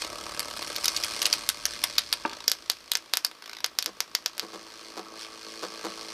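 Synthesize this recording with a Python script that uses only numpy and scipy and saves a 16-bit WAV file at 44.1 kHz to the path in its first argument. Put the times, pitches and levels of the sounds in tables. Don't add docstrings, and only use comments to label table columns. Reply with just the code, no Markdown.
import sys
import numpy as np
from scipy import signal
from scipy.fft import rfft, irfft, next_fast_len
from scipy.io import wavfile
from scipy.ndimage import uniform_filter1d

SR = 44100
rng = np.random.default_rng(int(sys.argv[2]) if len(sys.argv) > 2 else 0)


def generate_wav(sig):
    pcm = np.round(np.clip(np.atleast_2d(sig).T, -1, 1) * 32767).astype(np.int16)
    wavfile.write(sys.argv[1], SR, pcm)


N = 270333
TIME = np.arange(N) / SR
LANDING_S = 2.251

# start in seconds, ring level in dB, ring in Hz, then push, snap, grit and
# rebound in relative dB.
CRACKS = [(0.3947, -15.5, 5000, -14, -5, -21, -6.5), (0.573, -26.5, 4970, -5, -8, -3, -20),
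          (0.6266, -23.5, 4940, -6, -10, -4, -15), (0.6786, -26, 4830, -11, -9, 4, -11),
          (0.763, -16.5, 4120, -34, -10, 9, -27), (0.844, -13, 5560, -14, -8.5, 23, -20),
          (0.8571, -10.5, 5050, -14, -5, -3, -29), (0.8814, -8.5, 5270, -13.5, -11.5, 7, -24),
          (0.965, -13.5, 4770, -22, -25, 11, -11), (1.0371, -13.5, 5200, -11.5, -13, 9, -7.5),
          (1.2187, -12.5, 5170, -11.5, -16, 22, -6), (1.256, -9.5, 5100, -10, -33, -1, -7.5),
          (1.3287, -8, 5030, -17.5, -41, -1, -11), (1.4906, -8, 4300, -16.5, -3, -17, -12.5),
          (1.6549, -9, 5830, -14, -9.5, -9, -15.5), (1.8397, -9.5, 5300, -7, -5.5, -4, -16),
          (1.9828, -5.5, 4870, -12.5, -12.5, -6, -16), (2.1278, -8.5, 4700, -12.5, -11, -8.5, -13.5),
          (2.4802, -4, 5040, -17, -11, -7.5, -22), (2.5168, -9, 5040, -14, -6.5, -17, -26),
          (2.6996, -8, 4500, -13, -7, -18.5, -22), (2.9178, -10, 4100, -13, -5.5, -10, -17),
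          (2.9537, -11, 5500, -8.5, -14, -11, -15), (3.1368, -9, 4360, -8, -8.5, -16, -24),
          (3.1715, -11.5, 5400, -10, -5.5, -27, -28), (3.2485, -9, 4650, -14.5, -8, -7, -23),
          (3.6443, -11.5, 5200, -7, -15, -13, -15), (3.788, -9, 5220, -12, -8, -24, -34),
          (3.8258, -18.5, 4650, -11, -8.5, -11, -17), (3.8608, -14.5, 5100, -10, -9, -20, -35),
          (4.0049, -12.5, 5500, -8, -9, -21, -30), (4.151, -9.5, 4930, -10.5, -9.5, -12, -41),
          (4.261, -12, 5330, -10, -12, -15, -29), (4.3803, -27.5, 4990, -6, -5, -16, -20),
          (4.396, -15.5, 4700, -9, -12, -25, -35)]
# start and end in seconds, ring level in dB, ring in Hz, then
# push, snap and grit in relative dB.
RATTLES = [(0, .06, -26, 4640, -12, -23, 8), (2.25, 2.45, -31.5, 4450, -7, -24, 12),
           (3.30, 3.32, -41.5, 4030, 9.5, -15, -8), (3.41, 3.61, -32, 5100, -2.5, -12.5, 2)]


def blows(rebound_push_db=-4.5, rebound_snap_db=-3, spread_db=2):
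    rows = []
    for s, db, hz, push_db, snap_db, grit_db, rebound_db in CRACKS:
        delay_s, rebound_grit_db = (.009, 10) if s < LANDING_S else (.0178, -8)
        rows.append((s, db, hz, push_db, snap_db, grit_db))
        rows.append((s + delay_s, db + rebound_db, hz, rebound_push_db, rebound_snap_db, rebound_grit_db))
    for start_s, end_s, db, *colour in RATTLES:
        for s, touch_db, decay_s in contacts():
            if start_s < s < end_s:
                rows.append((s + decay_s / 2, db + touch_db + spread_db * rng.standard_normal(), *colour))
    return rows


def cracks(push_trim_db=.5, snap_trim_db=3, grit_trim_db=3.5, rise_s=.0011, decay_s=.0023, size=900):
    out, lead = np.zeros(N), size // 4
    t = (np.arange(size) - lead) / SR
    friction = np.exp(np.minimum(t / rise_s, -t / decay_s))
    for s, db, ring_hz, push_db, snap_db, grit_db in blows():
        scrape = unit_energy(rng.standard_normal(size) * friction * (t != 0))
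        blow = signal.unit_impulse(size, lead) + from_db(grit_db + grit_trim_db) * scrape
        ring = resonance(blow, ring_hz, width_hz=1300)
        lowest_mode = from_db(-10.5) * resonance(blow, 463, width_hz=100)
        push = cut(resonance(blow, 1400, width_hz=1800) - lowest_mode, 330, "high")
        top_hz = 10500 if s < LANDING_S else 12500
        snap = cut(cut(blow, 9000, "high", order=1), top_hz, "low", order=4)
        sound = from_db(push_db + push_trim_db) * unit_energy(push) - unit_energy(ring)
        sound += from_db(snap_db + snap_trim_db) * unit_energy(snap)
        add(out, s - lead / SR, from_db(db) * np.sqrt(SR / 1000) * sound)
    return out


# start in seconds, swing rate in Hz, return contact as a share of a swing.
DRIVE = [(.019, 36.72, .72), (2.2225, 27.5, .49), (4.4107, 55, .49)]
# outward and return scrape decay in seconds, return level in dB.
SCRAPES = [(.0024, 0.00036, -6), (0.0015, .0018, -5), (0.0015, 0.0016, -4)]


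def contacts(tilt_from_s=.88, side_share=.38, side_db=-2.5, side_decay_s=.00195):
    rows = []
    ends_s = [start_s for start_s, _, _ in DRIVE[1:]] + [N / SR]
    for (start_s, rate_hz, back_share), end_s, scrape in zip(DRIVE, ends_s, SCRAPES):
        out_decay_s, back_decay_s, back_db = scrape
        for s in np.arange(start_s, end_s, 1 / rate_hz):
            rows += [(s, 0, out_decay_s), (s + back_share / rate_hz, back_db, back_decay_s)]
            if tilt_from_s < s < LANDING_S:
                rows.append((s + side_share / rate_hz, side_db, side_decay_s))
    return rows


# time in seconds, body and rasp in relative dB.
BUZZ_LEVELS = [(0, -44, -47), (.51, -45, -44.5), (1.14, -45, -39.5), (1.33, -44.5, -41), (1.52, -51.5, -48),
               (1.89, -50.5, -43.5), (2.05, -57, -47.5), (2.36, -51, -52.5), (2.71, -61.5, -55),
               (3.3, -60.5, -62), (3.76, -59.5, -63.5), (4.2, -60, -58.5), (4.45, -55, -55.5),
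               (4.88, -55, -50.5), (5.07, -50.5, -58), (5.5, -55, -48), (5.79, -48.5, -48),
               (6.13, -50.5, -45.5)]
# centre and half length in seconds, boost in dB.
RUBS = [(-0.014, 0.05, 13), (1.726, 0.033, 4), (5.212, 0.049, 11.5)]
# centre in Hz, width in Hz, gain in dB.
BODY_MODES = [(334.4, 86, 0.5), (416, 108, -3), (576, 101, 1), (850, 175, -2.5), (1136, 81, 4.5),
              (1302, 45, 3), (1595, 97, -8.5)]
RASP_MODES = [(2014, 1700, -6.5), (3290, 1920, 1), (3806, 1190, 2.5), (4100, 396, 1), (5370, 1430, -3)]
SIZZLE_MODES = [(8500, 2170, 2.5), (11650, 4800, -1.5), (14040, 2500, 3)]


def buzz(body_trim_db=2, rasp_trim_db=3, sizzle_trim_db=-4.5, grain_db=8.5, uneven_db=1.2, size=900):
    ticks, scrapes, t = np.zeros(N), np.zeros(N), np.arange(size) / SR
    for s, db, decay_s in contacts():
        force = from_db(db + uneven_db * rng.standard_normal())
        grit = rng.standard_normal(size) * from_db(grain_db * rng.standard_normal(size))
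        add(ticks, s + decay_s / 2, np.array([force]))
        add(scrapes, s, force * unit_energy(grit * np.sqrt(t) * np.exp(-t / decay_s)))
    scrapes += from_db(-42) * rng.standard_normal(N) * from_db(grain_db * rng.standard_normal(N))
    body_db, rasp_db = in_time(BUZZ_LEVELS)
    rasp_db += sum(db * np.exp(-((TIME - s) / half_s) ** 2) for s, half_s, db in RUBS)
    turn_loss_db = np.interp(TIME, [1.3, 2], [0, 3.5])
    bright = scrapes + from_db(-7) * ticks
    body = cut(resonances(scrapes + ticks, BODY_MODES), 3500, "low")
    rasp = cut(resonances(bright, RASP_MODES), 5500, "low", order=4)
    sizzle = cut(resonances(bright, SIZZLE_MODES), 4000, "high")
    sizzle = cut(sizzle, 11800, "low", order=6)
    return (from_db(body_db + body_trim_db) * evened(body)
            + from_db(rasp_db + rasp_trim_db) * evened(rasp)
            + from_db(rasp_db - turn_loss_db + sizzle_trim_db) * evened(sizzle))


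# start in seconds, level in dB.
KNOCKS = [(2.251, -21), (2.2575, -46), (2.305, -41), (2.313, -48), (2.326, -38.5)]
# frequency in Hz, gain in dB, T60 in seconds.
KNOCK_MODES = [(240, -5.5, 0.039), (332, -7.5, 0.089), (406, -19.5, 0.26), (569, -6.5, 0.079),
               (696, -5.5, 0.019), (904, 2.5, 0.051), (1187, -6.5, 0.11), (1280, -4, 0.027),
               (1620, 3, 0.014), (2330, -5, 0.023), (2710, -4, 0.021)]


def set_down(size=14000):
    out, t = np.zeros(N), np.arange(size) / SR
    for s, db in KNOCKS:
        for k, (hz, mode_db, t60_s) in enumerate(KNOCK_MODES):
            envelope = from_db(db + mode_db - 60 * t / t60_s)
            add(out, s, (-1) ** k * envelope * np.sin(2 * np.pi * hz * t))
    return out


# start in seconds, relative level in dB.
SHUDDERS = [(3.866, -9), (4.4234, -8), (4.5336, -7), (4.969, -3.5), (5.6258, -0.5), (5.842, 0)]
# delay in seconds, relative level in dB.
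TAPS = [(0, -8.5), (.007, -5.5), (0.013, -6), (.025, -7)]
# centre in Hz, width in Hz, gain in dB.
SHUDDER_MODES = [(194, 10, 0.5), (346, 26.4, 5.5), (536, 157, -4.5), (792, 67, -3.5), (1066, 133, -4.5),
                 (1580, 630, -13.5), (4470, 1800, -16)]


def shudders(gain_db=16, scuff_gain=.6, scuff_decay_s=.0097, size=900):
    taps, t = np.zeros(N), np.arange(size) / SR
    for s, db in SHUDDERS:
        for delay_s, tap_db in TAPS:
            scuff = unit_energy(rng.standard_normal(size) * np.exp(-t / scuff_decay_s))
            tap = signal.unit_impulse(size) + scuff_gain * scuff
            add(taps, s + delay_s, from_db(gain_db + db + tap_db) * tap)
    return resonances(taps, SHUDDER_MODES)


# time in seconds, level in dB.
DRONE_LEVELS = [(4.42, -53), (4.8, -58), (5.07, -52), (5.3, -53.5), (5.5, -50), (6.13, -48.5)]
# centre in Hz, width in Hz, gain in dB.
DRONE_MODES = [(161, 9, -3), (236, 50, -3), (270, 24, 0), (322, 40, 1), (450, 120, 1), (570, 110, -1),
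               (1115, 30, 3), (5250, 700, -9)]


def drone(lag_s=.0014, uneven_db=2.1, back_db=-8):
    touches = np.zeros(N)
    start_s, rate_hz, back_share = DRIVE[-1]
    for s in np.arange(start_s + lag_s, N / SR, 1 / rate_hz):
        firm, light = from_db(uneven_db * rng.standard_normal((2, 1)))
        add(touches, s, firm)
        add(touches, s + back_share / rate_hz, from_db(back_db) * light)
    frame = resonances(touches, DRONE_MODES)
    return from_db(in_time(DRONE_LEVELS)[0]) * frame / frame[TIME > start_s].std()


# delay in seconds, gain in dB before colouring.
ECHOES = [(.0031, -60), (.0037, -11), (.0048, -10), (.0071, -18.5)]


def workshop(x, tail_db=-13.5, t60_s=.14, size=15000):
    echoes, t = np.zeros(size), np.arange(size) / SR
    for s, db in ECHOES:
        echoes[round(s * SR)] += from_db(db)
    early = resonance(echoes, 3700, width_hz=2400)
    tail = rng.standard_normal(size) * from_db(-60 * t / t60_s) * (t > .0008)
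    tail = from_db(tail_db) * unit_energy(cut(tail, 4000, "low", order=1))
    return signal.fftconvolve(x, signal.unit_impulse(size) + early + tail)[:N]


# frequency in Hz, relative density in dB.
HISS_SPECTRUM = [(100, -9.5), (330, 9.5), (780, 0), (1150, 3.5), (2000, 3), (4500, 1), (7500, -9.5),
                 (14000, -14)]


def hiss(level_db=-55):
    return from_db(level_db) * noise(HISS_SPECTRUM)


# frequency in Hz, relative density in dB.
RUMBLE_SPECTRUM = [(15, -31), (30, -7), (48, -1), (90, -3.5), (150, -6), (260, -6.5), (600, -34)]
# time in seconds, relative level in dB.
RUMBLE_LEVELS = [(0.0, -61.5), (1.96, -64), (3.4, -86), (3.69, -74), (4.22, -78), (6.13, -74)]


def rumble(gain_db=6):
    return from_db(in_time(RUMBLE_LEVELS)[0] + gain_db) * noise(RUMBLE_SPECTRUM)


def from_db(db):
    return 10 ** (np.asarray(db) / 20)


def in_time(rows):
    s, *columns = np.transpose(rows)
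    return [np.interp(TIME, s, column) for column in columns]


def add(out, s, sound):
    at = max(round(s * SR), 0)
    out[at:at + len(sound)] += sound[:max(N - at, 0)]


def unit_energy(x):
    return x / np.sqrt(np.sum(x ** 2) + 1e-20)


def evened(x, size=4800):
    power = uniform_filter1d(uniform_filter1d(x ** 2, size), size // 2)
    return x / np.sqrt(np.abs(power) + 1e-20)


def resonance(x, hz, width_hz):
    r = np.exp(-np.pi * width_hz / SR)
    feedforward = np.array([1, 0, -1]) * (1 - r * r) / 2
    feedback = [1, -2 * r * np.cos(2 * np.pi * hz / SR), r * r]
    return signal.lfilter(feedforward, feedback, x + 1e-18)


def resonances(x, modes):
    return sum((-1) ** k * from_db(db) * resonance(x, hz, width_hz)
               for k, (hz, width_hz, db) in enumerate(modes))


def cut(x, hz, kind, order=2):
    return signal.sosfilt(signal.butter(order, hz, kind, fs=SR, output="sos"), x)


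def noise(spectrum):
    hz, db = np.transpose(spectrum)
    size = next_fast_len(N)
    bins_hz = np.fft.rfftfreq(size, 1 / SR)
    gain = from_db(np.interp(np.log(bins_hz + 1), np.log(hz), db))
    x = irfft(rfft(rng.standard_normal(size)) * gain, size)[:N]
    return x / x.std()


def scene():
    speaker = workshop(cracks() + buzz() + drone() + set_down() + shudders())
    return (speaker + rumble() + hiss())[None]


def record(dry, clip_level=.82, cutoff_hz=15000):
    clipped = np.clip(dry, -clip_level, clip_level)
    return signal.sosfilt(signal.ellip(8, .3, 60, cutoff_hz, fs=SR, output="sos"), clipped)


dry = scene()
out = record(dry)
generate_wav(out)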